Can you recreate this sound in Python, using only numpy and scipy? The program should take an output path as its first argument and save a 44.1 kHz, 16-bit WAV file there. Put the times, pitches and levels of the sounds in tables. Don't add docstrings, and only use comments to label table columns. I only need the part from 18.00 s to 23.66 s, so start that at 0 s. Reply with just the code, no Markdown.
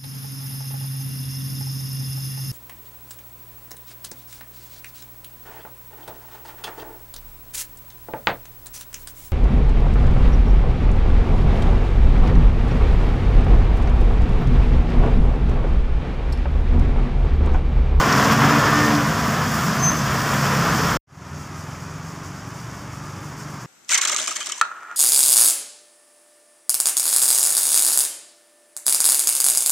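import sys
import numpy as np
from scipy import signal
from scipy.fft import rfft, irfft, next_fast_len
from scipy.io import wavfile

SR = 44100
rng = np.random.default_rng(int(sys.argv[2]) if len(sys.argv) > 2 else 0)


def to_wav(s):
    ch = np.atleast_2d(s).T
    pcm = np.round(np.clip(ch, -1, 1) * 32767)
    wavfile.write(sys.argv[1], SR, pcm.astype(np.int16))


def boost_factor(decibels):
    exponent = np.asarray(decibels, float) / 20
    return 10 ** exponent


N = 249606

# (frequency [Hz], level [dB])
NEAR_BRIGHT = [(1880, -32), (3200, 13.5), (3550, 6), (3950, -4.5), (4720, 4.5), (5310, 7), (6860, -0.5),
               (7520, -7), (8250, -16), (10600, -20.5), (12600, -18), (14900, -18.5), (15400, -15)]
FAN_SHARE = 0.34


def rms_one(x):
    return x / np.sqrt(np.mean(x ** 2) + 1e-20)


def in_time(rows):
    s, *columns = np.transpose(rows)
    return [np.interp(np.arange(N) / SR, s, c) for c in columns]


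def sounding(rows, fade_s):
    t = np.arange(N) / SR
    inside = np.minimum(t - rows[0][0], rows[-1][0] - t)
    return np.clip(inside / fade_s + 1, 0, 1)


def drift(rate_hz):
    every = 40
    r = np.exp(-2 * np.pi * every * rate_hz / SR)
    settle = 2000
    noise = rng.standard_normal(N // every + 2 + settle)
    slow = signal.lfilter([1], [1, -2 * r, r * r], noise)[settle:]
    return np.interp(np.arange(N) / every, np.arange(len(slow)), rms_one(slow - slow.mean()))


def coloured(x, colour, low_hz, high_hz):
    hz = np.maximum(np.arange(N // 2 + 1) * SR / N, 1)
    point_hz, point_db = np.transpose(colour)
    gain = boost_factor(np.interp(np.log(hz), np.log(point_hz), point_db))
    edge = 1 / np.sqrt((1 + (low_hz / hz) ** 16) * (1 + (hz / high_hz) ** 16))
    return rms_one(irfft(rfft(x) * gain * edge, N))


def turns(hz, jitter):
    return np.cumsum(hz * (1 + jitter * drift(6.34))) / SR


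def orders(cycles, numbers, levels_db, flutter_db, spread=1):
    out = 0
    for number, db in zip(numbers, levels_db):
        level = np.sqrt(2) * boost_factor(db + flutter_db * np.clip(drift(11), -3, 1.5))
        out = out + level * np.sin(2 * np.pi * (number * cycles + spread * rng.random()))
    return out


def machine(rows, pattern, jitter, flutter_db, fade_s):
    hz, db = in_time(rows)
    numbers, order_db = np.transpose(pattern)
    cycles = turns(hz, jitter)
    tones = orders(cycles, np.round(numbers), [db + d for d in order_db], flutter_db)
    return cycles, tones * sounding(rows, fade_s)


def surges(rows):
    t = np.arange(N) / SR
    swells = []
    for s, db, length_s in rows:
        part = np.clip((t - s) / length_s, 0, 1)
        swells.append(db * np.sin(np.pi * part ** 0.74))
    return np.max(swells, axis=0)


def stray_noise():
    # (time [s], lowest frequency [Hz], highest frequency [Hz], level [dB])
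    specks = [(0.521, 5200, 6300, -38), (.731, 9600, 11900, -52), (1.288, 13050, 14600, -47),
              (1.334, 13170, 15300, -52), (1.335, 8200, 9800, -51), (1.985, 12300, 13900, -53),
              (2.078, 11710, 13200, -50), (2.078, 4170, 5130, -45), (2.705, 5130, 7070, -36),
              (2.705, 7465, 9050, -48), (4.377, 7496, 9000, -62), (4.40, 8200, 9800, -62),
              (4.40, 4700, 5800, -55), (4.539, 6200, 7650, -54)]
    t, out = np.arange(N) / SR, np.zeros(N)
    for s, low_hz, high_hz, db in specks:
        at = slice(int((s - .05) * SR), int((s + .05) * SR))
        band_pass = signal.butter(6, [low_hz, high_hz], "band", fs=SR, output="sos")
        band = signal.sosfilt(band_pass, rng.standard_normal(len(t[at])))
        bump = np.cos(np.pi * np.clip((t[at] - s) / .046, -.5, .5)) ** 2
        out[at] += boost_factor(db) * rms_one(band) * bump
    return out


def site(x):
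    # (delay [ms], level [dB])
    echo_rows = [(2.3, -18.5), (5.9, -23.5), (11.3, -15.5), (19.7, -21)]
    now, out, power = np.arange(N), x, 1
    for ms, db in echo_rows:
        delay = np.round((ms + .25 * drift(1.5)) * SR / 1000)
        out = out + boost_factor(db) * np.interp(now - delay, now, x)
        power += boost_factor(2 * db)
    return out / np.sqrt(power)


def roar(levels_db, colours, cycles, knock, grit_db):
    layer_edges_hz = [10, 350, 3800, 7800, 20000]
    out, firing = 0, np.cos(2 * np.pi * 3 * cycles)
    for k, level_db in enumerate(levels_db):
        grit = boost_factor(grit_db[k] * drift(250))
        clatter = boost_factor(grit_db[k] * drift(12)) ** (.9 - 0.11 * k)
        noise = rng.standard_normal(N) * grit * (1 + knock[k] * firing)
        layer = coloured(noise, colours[k], *layer_edges_hz[k:k + 2])
        out = out + boost_factor(level_db) * clatter * layer
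    return site(out)


def second_machine():
    # (time [s], cycle rate [Hz], load [dB])
    pump_run = [
        (1.6, 32.64, -2.5),
        (2.05, 33.6, -5.5),
        (2.3, 33.65, -6.5),
        (2.46, 34.3, 2.5),
        (2.96, 33.6, -0.5),
    ]
    # (order [multiple of cycle rate], level [dB])
    pump_orders = [(4, -31), (5, -34), (6, -33)]
    return machine(pump_run, pump_orders, jitter=0.006, flutter_db=4.5, fade_s=0.19)[1]


def lorry():
    # (time [s], firing rate [Hz], nearness [dB])
    lorry_pass = [
        (0, 64.5, -4),
        (.2, 68.4, -6),
        (.58, 72.1, 3),
        (.72, 73.2, -3.5),
        (.86, 74.43, 3.5),
        (1.0, 73, 0.5),
        (1.15, 68.7, -9),
        (1.25, 65, -15),
    ]
    # (order [multiple of firing rate], level [dB])
    lorry_orders = [(2, -33), (3, -34), (4, -26.5), (6, -43.5)]
    return machine(lorry_pass, lorry_orders, jitter=0.00589, flutter_db=4.0, fade_s=.05)[1]


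def whine():
    from_s, lift_off_s = .45, .89
    top_hz, climb_hz_per_s = 1830, 250
    top_db, swell_db_per_s = -26.5, 18
    before = np.minimum(np.arange(N) / SR - lift_off_s, 0)
    cycles = turns(top_hz + climb_hz_per_s * before, jitter=.003)
    tone = orders(cycles, [1], [top_db + swell_db_per_s * before], flutter_db=1.0)
    return tone * sounding([[from_s], [lift_off_s]], .04)


def squeal():
    # (time [s], length [s], pitch [Hz], level [dB])
    grabs = [
        (1.768, 0.059, 6250, -35.5),
        (1.81, 0.089, 6200, -19.5),
        (1.884, .053, 6280, -32),
        (1.884, .053, 6190, -31.5),
        (1.925, 0.073, 6190, -33),
        (1.984, .06, 6225, -42),
    ]
    grab_s, let_go_s = 0.03, .006
    settle_hz, settle_s = 110, 0.018
    octave_db, octave_follows = -38, .45
    t, out = np.arange(N) / SR, np.zeros(N)
    for s, length_s, hz, db in grabs:
        grip = np.clip((t - s) / grab_s, 0, 1)
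        release = np.clip((s + length_s - t) / let_go_s + 1, 0, 1)
        sharp_hz = settle_hz * np.exp(-np.maximum(t - s, 0) / settle_s)
        cycles = turns(hz + sharp_hz, jitter=.0006)
        levels_db = [db, octave_follows * db + octave_db]
        out += grip ** 2 * release * orders(cycles, [1, 2], levels_db, flutter_db=1.0)
    return out


def rattle():
    # (time [s], peak level [dB])
    knocks = [(0.124, 1), (0.149, -8), (0.2344, -7), (0.2444, -3), (0.31, -3), (0.4473, -5.5), (0.8633, -8),
              (0.9491, -3.5)]
    t60_s, rise_s = 0.043, 0.0013
    t, envelope = np.arange(N) / SR, np.zeros(N)
    for s, db in knocks:
        after = np.maximum(t - s, 0)
        envelope += boost_factor(db - 18.5 - 60 * after / t60_s) * (1 - np.exp(-after / rise_s))
    return envelope * coloured(rng.standard_normal(N), NEAR_BRIGHT, 3800, 16000)


def working_crane():
    # (time [s], cycle rate [Hz], effort [dB])
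    work_run = [(0, 21.88, 3), (.45, 22.6, 7.5), (.75, 22.18, 2), (1.0, 22.14, 4), (1.4, 23.33, 1.5),
                (1.7, 22.91, 0), (2.3, 22.97, -4), (2.96, 23.8, -4)]
    # (order [multiple of cycle rate], level at mean effort [dB])
    work_orders = [(5, -42), (6, -33), (7, -33.5), (9, -39.5), (10, -33.5)]
    # (time [s], level [dB])
    traffic = [(0, 4), (.3, 4.5), (.84, 3.5), (1.0, 0), (1.5, -2.5), (1.67, -1.5), (1.9, -2.5), (2.3, -1),
               (2.64, 1.5), (2.96, .5)]
    # (time [s], rise [dB], length [s])
    blows = [(.15, 2.5, 0.17), (.31, 4, 0.037), (.78, 1, 0.11), (1.45, 3, 0.34), (1.76, -1, .08),
             (2.1, 2.5, 0.63), (2.7, 2.5, 0.28)]
    near_db = [-26, -22, -33.5, -36]
    near_follows = [0.18, 0.93, 0.71, 0.27]
    # (frequency [Hz], level [dB])
    near_low = [(15, -61), (25, -30.5), (59, -3.5), (145, 1), (215, -1), (249, -4), (286, -4), (340, -10.5),
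                (446, -18), (480, -14), (620, -45), (1060, -120)]
    # (frequency [Hz], level [dB])
    near_mid = [(160, -30.5), (280, -3.5), (297, -1), (349, -11), (444, -9), (493, -11), (712, -7),
                (847, -12.5), (1010, -4), (1200, -4.5), (1790, -10), (2060, -15), (3530, -22.5),
                (3920, -24.5), (4400, -19), (5720, -57.5), (9680, -120)]
    cycles, tones = machine(work_run, work_orders, jitter=0.01315, flutter_db=3.0, fade_s=.05)
    traffic_db, = in_time(traffic)
    blow_db = surges(blows)
    levels_db = [db + share * traffic_db for db, share in zip(near_db, near_follows)]
    levels_db[2] = levels_db[2] + FAN_SHARE * blow_db
    levels_db[3] = levels_db[3] + blow_db
    noise = roar(levels_db, [near_low, near_mid, NEAR_BRIGHT, NEAR_BRIGHT], cycles,
                 knock=[0.089, .05, .04, .03], grit_db=[.5, 0.98, 0.98, 1.1])
    return noise + tones


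def idling_crane():
    # (time [s], cycle rate [Hz])
    idle_run = [(3.1, 21.1), (3.75, 21.95), (4.25, 23.14), (4.75, 24.21), (5.3, 24.81), (5.66, 24.6)]
    # (frequency [Hz], level [dB])
    pipe = [(80, -45), (92, -45), (108, -48), (122, -41.5), (136, -47), (152, -39.5), (165, -43),
            (178, -61)]
    # (order [multiple of cycle rate], level [dB])
    side_orders = [(2, -59), (3, -55), (8, -52), (11, -56), (12, -52.5), (13, -55.5)]
    # (time [s], rise [dB])
    puffs = [(3.333, 6.5), (3.55, 7), (3.67, 4), (3.78, 5), (3.88, 1), (4.016, 5), (4.23, 7), (4.32, 3),
             (4.459, 4), (4.528, 5.5), (4.689, 5), (4.91, 4), (5.011, 4.5), (5.15, 4), (5.2, 5.5),
             (5.364, 9.5), (5.468, 5.5), (5.595, 6)]
    far_db = [-40, -39, -48.5, -55.5]
    # (frequency [Hz], level [dB])
    far_low = [(15, -54), (25, -21), (59, -14), (76, -4), (152, -1.5), (226, -4.5), (282, -10), (394, -21),
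               (435, -25), (480, -24), (620, -48), (1060, -120)]
    # (frequency [Hz], level [dB])
    far_mid = [(160, -30), (280, 1), (318, 3), (345, -8), (391, -3.5), (434, -11.5), (476, -11.5),
               (516, -13.5), (579, -8), (746, -10.5), (1180, -5), (1990, -15), (2910, -21), (3970, -23.5),
               (4400, -18), (5720, -54), (9680, -120)]
    # (frequency [Hz], level [dB])
    far_high = [(1880, -35), (3200, -18), (4190, -15.5), (4500, -2.5), (5380, 1.5), (6860, 0),
                (8750, -12.5), (10000, -13.5), (13300, -18.5), (14800, -17), (15400, -16)]
    in_step = .4
    longest_puff_s, hiss_share = 0.16, 0.72

    hz, = in_time(idle_run)
    cycles = turns(hz, jitter=.011)
    pipe_db = [np.interp(k * hz, *np.transpose(pipe)) for k in range(4, 8)]
    tones = orders(cycles, range(4, 8), pipe_db, flutter_db=3.4, spread=in_step)
    numbers, side_db = np.transpose(side_orders)
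    tones += orders(cycles, np.round(numbers), side_db, flutter_db=4.0, spread=in_step)

    s, rise_db = np.transpose(puffs)
    length_s = np.minimum(np.diff(s, append=N / SR), longest_puff_s)
    surge_db = surges(zip(s, rise_db, length_s))
    levels_db = [db + share * surge_db for db, share in zip(far_db, [0, 0, FAN_SHARE, hiss_share])]
    noise = roar(levels_db, [far_low, far_mid, far_high, far_high], cycles,
                 knock=[0.059, 0.063, 0.051, 0.11], grit_db=[.3, .5, .9, 1.1])
    return tones + noise


def scene():
    cut_s, fade_from_s, fade_to_s = 2.9705, 3.068, 3.353
    t = np.arange(N) / SR
    near_gain = np.clip(1 - (t - cut_s) / .002, 0, 1) ** 2
    far_gain = np.clip((t - fade_from_s) / (fade_to_s - fade_from_s), 0, 1) ** 0.95
    near = second_machine() + lorry() + whine() + squeal() + rattle() + working_crane()
    mono = near * near_gain + idling_crane() * far_gain
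    return np.stack([mono, mono])


def band_limit(x):
    return signal.sosfilt(signal.butter(12, 16570, fs=SR, output="sos"), x)


def record(dry):
    bass_hz, top_hz = 38., 15550
    size = next_fast_len(N + 8192)
    hz = np.arange(size // 2 + 1) * SR / size
    spectrum = rfft(dry + stray_noise() * [[1], [-1]], size)
    spectrum *= hz ** 2 / np.sqrt(hz ** 4 + bass_hz ** 4)
    spectrum *= np.clip((top_hz - hz) / 60, 0, 1)
    mix = irfft(spectrum, size)[:, :N]
    return band_limit(mix)


dry = scene()
out = record(dry)
to_wav(out)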